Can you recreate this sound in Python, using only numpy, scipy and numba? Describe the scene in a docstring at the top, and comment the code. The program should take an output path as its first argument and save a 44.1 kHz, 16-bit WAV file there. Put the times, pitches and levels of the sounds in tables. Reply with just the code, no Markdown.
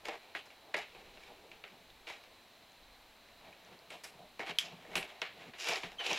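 """Tie wire snaps and scrapes through metal lath as a gloved hand threads and twists it on an outside wall.
Impacts and sliding friction excite the resonances of wire, mesh, paper and boards, while a palm presses
the sheet. The free span pings, the cut end ticks, and near the end the wire gives one stick-slip squeak.
Behind it are puffs of wind, an insect-like hiss, distant site hum and the microphone's own hiss."""
import sys
import numpy as np
from scipy import signal
from scipy.fft import rfft, irfft
from scipy.io import wavfile
from scipy.ndimage import uniform_filter1d
from numba import njit

SR = 44100
rng = np.random.default_rng(int(sys.argv[2]) if len(sys.argv) > 2 else 0)


def dump(signal):
    """Clip the signal to [-1, 1] and save it as 16-bit WAV at the path in sys.argv[1]."""
    limited = np.clip(np.atleast_2d(signal).T, -1, 1)
    pcm = np.round(limited * 32767).astype(np.int16)
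    wavfile.write(sys.argv[1], SR, pcm)


N = 272538

# wire snaps: (time [s], level [dB], weight into the wall [dB], tip sharpness [dB], nominal rattle T60 [s],
# rattle [dB], free-span pitch [Hz], ping [dB]); later dB columns are relative to the level
SNAP_EVENTS = [(0.0547, -30.5, -16.5, -21, 0.071, -16, 2600, -14),
               (0.0845, -33, -6, -19.5, 0.1, -2, 2230, -13), (0.1286, -45, -28, -25, 0.87, 1.5, 1980, -11),
               (0.1545, -43.5, -7, -21, 0.4, -17, 2030, -11),
               (0.3503, -30.5, -13.5, -31, 0.19, 1.8, 1690, 1), (0.3913, -47, -31, -24, 0.16, -12, 2970, 7),
               (0.4561, -54.5, -11, -11, 0.26, -1, 2270, -7), (0.5035, -45.5, -21, -28, 0.4, -6, 2520, -4),
               (0.7399, -41.5, -6, -28, 0.05, 11, 1870, -9), (0.7432, -22, -14, -28.5, 0.22, -4, 1880, 3.8),
               (0.7657, -38, -7.5, -17, 0.37, 3, 1970, -7), (0.7876, -35, -26, -18, 0.6, -9, 2100, -0.3),
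               (0.817, -42.5, -8, -29, 0.61, -13, 2500, 3), (0.9492, -47.5, -3, -30, 0.28, -2, 2540, 4),
               (1.1732, -45, -12.5, -31, 0.19, -7, 2640, -2),
               (1.2352, -44.5, -38, -18, 0.16, -8, 2350, 0.5), (1.516, -39, -23, -29, 0.3, -6, 2430, -1.5),
               (1.6394, -33.5, -19, -37, 0.31, -6.5, 2500, -8),
               (1.6787, -50.5, -22, -18, 0.45, -8, 2470, 1.5),
               (1.9021, -52.5, -10, -17, 0.11, -13, 3520, 1), (2.0707, -36.5, -22, -35, 0.27, -2, 2390, -1),
               (2.0992, -38.5, -8.5, -20, 0.27, -3, 2080, 5.5),
               (2.2378, -45, -29, -21, 0.15, -8, 2500, -12), (3.287, -48, -14, -30, 0.15, -12, 2010, -9),
               (3.5274, -46, -26, -26, 0.2, -1, 2330, -4), (3.9036, -42, -9, -20, 0.22, 1.5, 2380, -4),
               (4.036, -48.5, -21, -10.5, 0.31, 6.5, 2250, -17),
               (4.394, -33.5, -5, -25, 0.48, -4, 2200, -3),
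               (4.4037, -34.5, -15, -24.5, 0.32, -1, 1830, 3.5),
               (4.4645, -40.5, -21, -19, 0.21, -11, 3140, -7),
               (4.4959, -33, -22, -22, 0.36, -12, 2450, -14),
               (4.586, -15, -53, -13.5, 0.45, -10.5, 3220, -6), (4.851, -54, 1, -25, 0.21, -8.5, 1750, 6),
               (4.9357, -46, -6, -33, 0.21, 3, 2460, -7),
               (4.9548, -24.5, -17.5, -14.5, 0.22, -7.5, 2480, 5),
               (5.028, -30, -26, -24, 0.11, -16, 2550, -0.5), (5.2179, -22, -20.5, -30, 0.34, -5, 2820, -9),
               (5.5362, -39, -15.5, -35, 0.17, 1, 1880, -7), (5.584, -43, -35, -19, 0.22, 3, 2690, -4),
               (5.6007, -32, -31, -23, 0.19, -7, 2730, -12),
               (5.6434, -29.5, -24, -16, 0.17, -16, 2400, -13),
               (5.687, -25.5, -34, -12, 0.24, -7, 2380, -12), (5.6948, -30, -14, -17, 0.22, -13, 2260, -5),
               (5.7612, -36, -14, -19, 0.17, -6, 1970, 0), (5.8337, -29, -13.5, -32, 0.2, -6, 2280, -14),
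               (5.9182, -44.5, -9, -17, 0.43, -8, 2820, -3), (5.9934, -46, -7, -23, 0.26, 1, 3000, -11),
               (6.065, -29.5, -24, -16, 0.29, -10, 2900, 2), (6.1294, -31, -17, -17, 0.22, -5.5, 2920, 2)]


def undb(db):
    return 10 ** (np.asarray(db) / 20)


def unit(x):
    return x / np.sqrt(np.mean(x ** 2))


@njit
def state_variable(x, g, k):
    """Two-integrator resonator with tuning g and damping k per sample; gain 1 at resonance."""
    y, band, low = np.empty(len(x)), 0., 0.
    for i in range(len(x)):
        v = (band + g[i] * (x[i] - low)) / (1 + g[i] * (g[i] + k[i]))
        band = 2 * v - band
        low += 2 * g[i] * v
        y[i] = k[i] * v
    return y


def resonate(x, hz, *widths_hz):
    """Damped resonators in series, one per bandwidth."""
    one = np.ones(len(x))
    for width in widths_hz:
        x = state_variable(x, np.tan(np.pi * hz / SR) * one, width / hz * one)
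    return x


def coloured(spectrum):
    """Spectrally shaped Gaussian noise, rms 1."""
    hz, db = np.transpose(spectrum)
    f = np.maximum(np.fft.rfftfreq(N, 1 / SR), 1)
    gain = undb(np.interp(np.log(f), np.log(hz), db))
    return unit(irfft(rfft(rng.standard_normal(N)) * gain, N))


def walk(rate_hz):
    """Random modulation: held values, smoothed twice."""
    k = int(SR / rate_hz)
    steps = np.repeat(rng.standard_normal(N // k + 1), k)
    return 2.05 * uniform_filter1d(uniform_filter1d(steps, k), k)[:N]


def stroke(s, swell_s, hold_s, fade_s):
    """Exponential envelope in dB: up 20 in swell_s, level from s for hold_s, down 20 in fade_s."""
    t = np.arange(N) / SR - s
    return -20 * np.maximum(np.maximum(-t / max(swell_s, .002), (t - hold_s) / max(fade_s, .002)), 0)


def wind():
    """Turbulence at the microphone: low puffs over a faint breeze."""
    # (time [s], level [dB], swell [s], hold [s], fade [s])
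    gusts = [(0.0, -73, 0.12, 0.02, 0.6), (0.974, -71, 0.36, 0.39, 0.12), (1.58, -75, 0.17, 0.02, 0.3),
             (1.887, -70.5, 0.2, 0.02, 0.66), (2.87, -71, 0.2, 0.05, 1.2), (4.465, -78, 0.47, 0.02, 0.18),
             (4.97, -70, 0.3, 0.02, 0.15), (5.87, -72, 0.4, 0.02, 0.29)]
    breeze = undb(-87.5)
    puffs = sum(undb(db + stroke(s, swell, hold, fade)) for s, db, swell, hold, fade in gusts)
    flutter = undb(1.55 * walk(9.1))
    rumble = coloured([(8, -9.5), (20, -3.5), (50, -6.5), (90, -20.5), (400, -53)])
    return (breeze + puffs) * flutter * rumble


def insects():
    """Narrow-band noise with slight amplitude modulation, like far-off insects."""
    hz, width_hz = 4027, 450
    band = resonate(rng.standard_normal(N), hz, width_hz, width_hz)
    return undb(-71.5 + 0.72 * walk(4.7)) * unit(band)


def site_hum():
    """Stationary broadband noise from the distant site."""
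    # (frequency [Hz], spectral density [dB])
    hum_spectrum = [(35, -43), (60, -6), (176, -7.5), (222, -5), (480, -5.5), (682, -1.5), (1200, -6.5),
                    (1310, -8.5), (2410, -6.5), (3340, -8.5), (3940, -8.5), (5090, -16.5), (9350, -24),
                    (12400, -21.5), (16000, -25.5)]
    return undb(-61.5) * coloured(hum_spectrum)


def microphone_hiss():
    """Self-noise: the part the two microphone ports do not share."""
    # (frequency [Hz], spectral density [dB])
    hiss_spectrum = [(30, 12), (60, -3), (150, 4), (700, -5.5), (1500, -26), (2500, -27), (4000, -37),
                     (5000, -4.5), (16000, -1)]
    return undb(-75.5) * coloured(hiss_spectrum)


def press(blows, power):
    """Forced vibration: a palm drives hollow, paper and boards; quicker pushes knock the first two harder."""
    # (time [s], board level [dB], swell [s], fade [s], paper [dB re boards], hollow thump [dB re boards])
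    pushes = [(0.034, -63.5, 0.053, 0.03, -6, -6), (0.084, -51.5, 0.018, 0.04, 0, -12),
              (0.23, -66, 0.04, 0.4, -5, -19), (0.47, -70, 0.05, 0.22, -15, -17),
              (0.684, -59.5, 0.13, 0.064, -6, -30), (0.97, -64, 0.096, 0.5, 2.5, -3.5),
              (1.3, -56.5, 0.053, 0.12, -1.5, -10), (1.45, -63.5, 0.07, 0.23, 2.5, -12),
              (1.648, -68, 0.084, 0.05, 2, -25), (1.73, -67, 0.07, 0.17, -3, 0),
              (2.3, -80, 0.07, 0.25, 7, -16), (3.478, -57.5, 0.095, 0.05, -10, -3.5),
              (3.704, -65.5, 0.15, 0.093, 4.5, 3.5), (3.956, -57, 0.17, 0.044, -4.5, -10),
              (4.14, -65.5, 0.07, 0.15, -4, 2), (4.253, -57.5, 0.22, 0.02, -8, -5.5),
              (4.394, -59.5, 0.014, 0.069, 2, 1.5), (4.493, -49, 0.013, 0.056, -12, -6),
              (4.636, -55.5, 0.038, 0.27, -7.5, -7), (4.726, -66.5, 0.099, 0.12, -5, 8.5),
              (4.89, -66.5, 0.057, 0.12, 11.5, 7), (4.958, -58, 0.011, 0.085, 6, 6),
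              (5.154, -62.5, 0.17, 0.097, -12, -28), (5.37, -63.5, 0.22, 0.12, -2, -1.5),
              (5.481, -67, 0.12, 0.034, 4, 12), (5.689, -62.5, 0.012, 0.04, -2, 3.5),
              (5.721, -41.5, 0.03, 0.064, -9, -21), (5.837, -61, 0.016, 0.032, -1, 13),
              (5.923, -57.5, 0.028, 0.074, -17, -8.5), (6.116, -41.5, 0.052, 0.065, -9, -12)]
    knock_db, knock_swell_s, hold_s = 7, 0.011, 0.005
    for s, db, swell, fade, paper, thump in pushes:
        knock = undb(db + np.array([thump, paper]) + knock_db)
        blows[:2, int(s * SR)] += knock * knock_swell_s / max(swell, .002)
        push = undb(db + stroke(s, swell, hold_s, fade))
        power[:3] += (undb([thump, paper, 0])[:, None] * push) ** 2


def snap(blows, power):
    """Impulsive excitation: each snap strikes every mode group and leaves an exponentially dying rattle."""
    # per group: (base level [dB]), (share of weight [ratio]), (share of sharpness [ratio]), (crest [dB])
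    base_db = [-33, -7.5, -1, -7, -12.5, -1, -5]
    by_weight = [0.79, 0.84, 0.95, 0.26, 0.1, 0.088, 0.061]
    by_sharpness = [0.017, 0.032, 0.04, 0.076, 0.079, 0.95, 1]
    crest_db = [12.6, 4.3, 1.5, 1.8, 8.6, 8.8, 12.6]
    t60_ratios = np.array([2.04, 0.54, 0.59, 0.82, 1.2, 0.63, 0.38])
    for s, db, weight, sharpness, t60, rattle, *_ in SNAP_EVENTS:
        i = int(s * SR)
        group_db = db + np.array(base_db) + weight * np.array(by_weight) + sharpness * np.array(by_sharpness)
        blows[:, i] += undb(group_db + crest_db)
        age = np.arange(min(N - i, SR // 3)) / SR
        decay_db = 60 * age / (max(t60, .01) * t60_ratios[:, None])
        power[:, i:i + len(age)] += undb((group_db + rattle)[:, None] - decay_db) ** 2


def scrape(power):
    """Sliding friction drives all groups but the hollow; returns the span's power and weighted pitch."""
    # (time [s], level [dB], swell [s], hold [s], fade [s], weight into the wall [dB re level],
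    # tip [dB re level], sparkle [dB re level], span pitch [Hz])
    pulls = [(0.055, -46.5, 0.014, 0.005, 0.062, -2, -10, -19, 2600),
             (0.077, -55, 0.011, 0.066, 0.061, 6.5, -15, -21, 2630),
             (0.354, -52.5, 0.012, 0.04, 0.023, -4, -13, -17, 2590),
             (0.944, -61, 0.04, 0.01, 0.47, -3, -12.5, -21, 2520),
             (1.205, -61.5, 0.16, 0.074, 0.17, -4.5, -11, -19, 2550),
             (2.071, -51, 0.008, 0.027, 0.17, -6, -12.5, -19, 2350),
             (3.464, -62.5, 0.1, 0.015, 0.088, -1, -18, -23, 2540),
             (3.67, -63.5, 0.16, 0.01, 0.27, 0.3, -13, -23, 2420),
             (3.905, -52.5, 0.01, 0.01, 0.13, -7, -11.5, -15, 2550),
             (4.04, -61, 0.006, 0.0087, 0.11, 0, -5, -0.5, 2540),
             (4.471, -45, 0.03, 0.032, 0.076, -5.5, -18, -25, 2650),
             (4.95, -56.5, 0.25, 0.01, 0.02, 3.5, -12.5, -17, 2450),
             (4.955, -37.5, 0.0032, 0.0078, 0.068, -4.5, -15, -10, 2470),
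             (5.025, -51.5, 0.035, 0.005, 0.23, -1.5, -15, -21, 2630),
             (5.388, -59.5, 0.1, 0.1, 0.054, 0, -13, -24, 2450),
             (5.6, -48, 0.02, 0.083, 0.058, -21, -2.5, -15, 2440),
             (5.691, -37.5, 0.1, 0.061, 0.13, -4.5, -9, -19.5, 2450),
             (5.834, -46.5, 0.006, 0.005, 0.088, -3.5, -32, -25, 2450),
             (6.0, -44, 0.016, 0.062, 0.05, -4.5, -30, -29, 2850),
             (6.042, -39.5, 0.035, 0.13, 0.05, -11.5, -11, -22.5, 2850)]
    # for paper, boards, mesh and wire: (base level [dB]), (share of weight [ratio])
    base_db = [-8, -2, -2, -1]
    by_weight = [0.62, 1, 0.53, 0]
    span_power, weighted_hz = np.full(N, 1e-18), np.full(N, 2500e-18)
    for s, db, swell, hold, fade, weight, tip, sparkle, hz in pulls:
        drag = undb(db + stroke(s, swell, hold, fade)) ** 2
        group_db = np.append(base_db + weight * np.array(by_weight), [tip, sparkle])
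        power[1:] += undb(group_db)[:, None] ** 2 * drag
        span_power += drag
        weighted_hz += hz * drag
    return span_power, weighted_hz / span_power


def contacts(per_s, spread_db, most_db):
    """Shot noise of wire catching unevenly on mesh, rms 1."""
    size_db = np.minimum(spread_db * rng.exponential(size=N), most_db)
    return unit((rng.random(N) < per_s / SR) * undb(size_db) * np.sign(rng.standard_normal(N)))


def ring(rub, blow, modes):
    """Modal superposition with alternating signs; a rub keeps its rms, a blow its peak."""
    lo, hi = modes[0][0], modes[-1][0]
    skirt_hz = 2.5 * (hi - lo)

    def body(force):
        band = resonate(force, np.sqrt(lo * hi), skirt_hz, skirt_hz)
        return sum((-1) ** k * undb(db) * resonate(band, hz, w) for k, (hz, w, db) in enumerate(modes))

    response = body(signal.unit_impulse(8192))
    return body(rub / np.linalg.norm(response) + blow / np.abs(response).max() + 1e-18)


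def lath():
    """Source and filter: palm, snaps and scrapes drive the same seven groups of modes."""
    # modes, from the wall's hollow to the highest sparkle: (frequency [Hz], bandwidth [Hz], gain [dB])
    hollow = [(104.4, 71, -9.5), (176, 25.5, 3), (259, 40, -3.5)]
    paper = [(301, 68, -8.5), (396.4, 36, 0.5), (425.5, 46, 2.5), (486, 104, 0.5)]
    boards = [(594, 48, 1.5), (697.5, 59, 2.5), (775, 35, 5.5), (935, 310, -2)]
    mesh = [(1250, 810, -2.5), (1753, 180, 4.5), (1875, 160, 4), (2208, 88, 7)]
    wire = [(2309, 33, 3), (2490, 111, 1.5), (2706, 69, 2), (2896, 206, 0), (3210, 710, -4), (3644, 69, -5),
            (3793, 66, -3.5), (4324, 980, -10.5)]
    tip = [(4810, 200, 5.5), (5160, 120, 6), (5370, 96, 6), (5746, 115, 5), (6250, 180, 1),
           (6660, 135, 2.5), (7240, 490, 0)]
    sparkle = [(7860, 1630, -2), (11030, 900, -0.5), (12800, 7100, -9)]
    groups = [hollow, paper, boards, mesh, wire, tip, sparkle]
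    catch_shares = [0.14, 0.33, 0.24, 0.18, 0.33, 0.47, 0.13]
    blows, power = np.zeros((2, len(groups), N))
    press(blows, power)
    snap(blows, power)
    span_power, span_hz = scrape(power)
    catches = contacts(per_s=350., spread_db=2.0, most_db=8.0)
    grip = undb(1.09 * walk(60))

    def friction(drive, catch_share):
        """Catches common to all groups, plus independent smooth noise."""
        smooth = np.sqrt(1 - catch_share) * rng.standard_normal(N)
        return np.sqrt(drive) * grip * (np.sqrt(catch_share) * catches + smooth)

    span_width_hz = 550
    span = resonate(friction(span_power, 0.2), span_hz, span_width_hz)
    out = undb(-13.5) * span * np.sqrt(SR / np.pi / span_width_hz)
    for blow, drive, modes, catch_share in zip(blows, power, groups, catch_shares):
        out += ring(friction(drive, catch_share), blow, modes)
    return out


def pings():
    """Free vibration: at each snap the span cracks, rings and chatters at a pitch set by its length."""
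    crack_width_hz, ring_width_hz = 1350, 350
    crack_db, chatter_db, t60_share = -5.5, -21, 0.4
    out, age = np.zeros(N + SR // 8), np.arange(SR // 8) / SR
    tap = signal.unit_impulse(len(age))
    for s, db, _, _, t60, _, hz, ping_db in SNAP_EVENTS:
        force = rng.standard_normal(len(age)) * undb(chatter_db - 60 * age / max(t60_share * t60, .01))
        force[0] = 1  # the blow ahead of the chatter
        crack = resonate(tap, hz, crack_width_hz, crack_width_hz, crack_width_hz)
        crack /= np.abs(crack).max()
        tone = resonate(force, hz, crack_width_hz, crack_width_hz, ring_width_hz)
        tone *= SR / (2 * np.pi * ring_width_hz)
        i = int(s * SR)
        out[i:i + len(age)] += undb(db + ping_db) * tone + undb(db + crack_db) * crack
    return out[:N]


def ticks():
    """Impulse response of a strand flicked by the wire's cut end: one short, high ring."""
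    # (time [s], peak level [dB], pitch [Hz])
    flicks = [(2.2368, -59, 5070), (2.7202, -57, 6410), (3.6491, -52, 6000), (3.6865, -61, 4580),
              (3.7908, -48, 4580), (3.904, -47, 8200), (4.0372, -47, 5700), (5.217, -32, 5450),
              (5.5588, -58, 4510), (5.6274, -44, 5000), (5.7347, -28, 5230), (5.7583, -28, 4670),
              (6.0681, -33, 4760), (6.131, -25, 5750)]
    width_hz = 650
    out, tap = np.zeros(N + SR // 20), signal.unit_impulse(SR // 20)
    for s, db, hz in flicks:
        tone = resonate(tap, hz, 4 * width_hz, width_hz)
        i = int(s * SR)
        out[i:i + len(tap)] += undb(db) * tone / np.abs(tone).max()
    return out[:N]


def squeak():
    """Stick-slip oscillation of the wire: a brief, slightly falling tone with two overtones."""
    # (time [s], slip rate [Hz], level [dB])
    slip = [(5.982, 3130, -48), (5.995, 3070, -39.5), (6.035, 2920, -46)]
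    # (harmonic [number], level [dB re fundamental])
    overtones = [(2, -22), (3, -37)]
    times, hz, levels = np.transpose(slip)
    t = np.arange(N) / SR
    waver = 1 + .015 * walk(600)
    phase = 2 * np.pi * np.cumsum(np.interp(t, times, hz) * waver) / SR
    tone = np.sin(phase) + sum(undb(db) * np.sin(k * phase) for k, db in overtones)
    gate = np.clip(np.minimum(t - times[0], times[-1] - t) / 0.005, 0, 1)
    return np.sqrt(2) * gate * undb(np.interp(t, times, levels)) * tone


def scene():
    """Superposition: the sources are in phase in both channels, the self-noise in antiphase."""
    mid = lath() + pings() + ticks() + squeak() + wind() + insects() + site_hum()
    side = microphone_hiss()
    return np.array([mid + side, mid - side])


def record(dry):
    """Band limiting: a steep low-pass removes the highest treble."""
    cutoff_hz = 15800
    return signal.sosfilt(signal.ellip(10, .2, 60, cutoff_hz, fs=SR, output="sos"), dry)


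dry = scene()
out = record(dry)
dump(out)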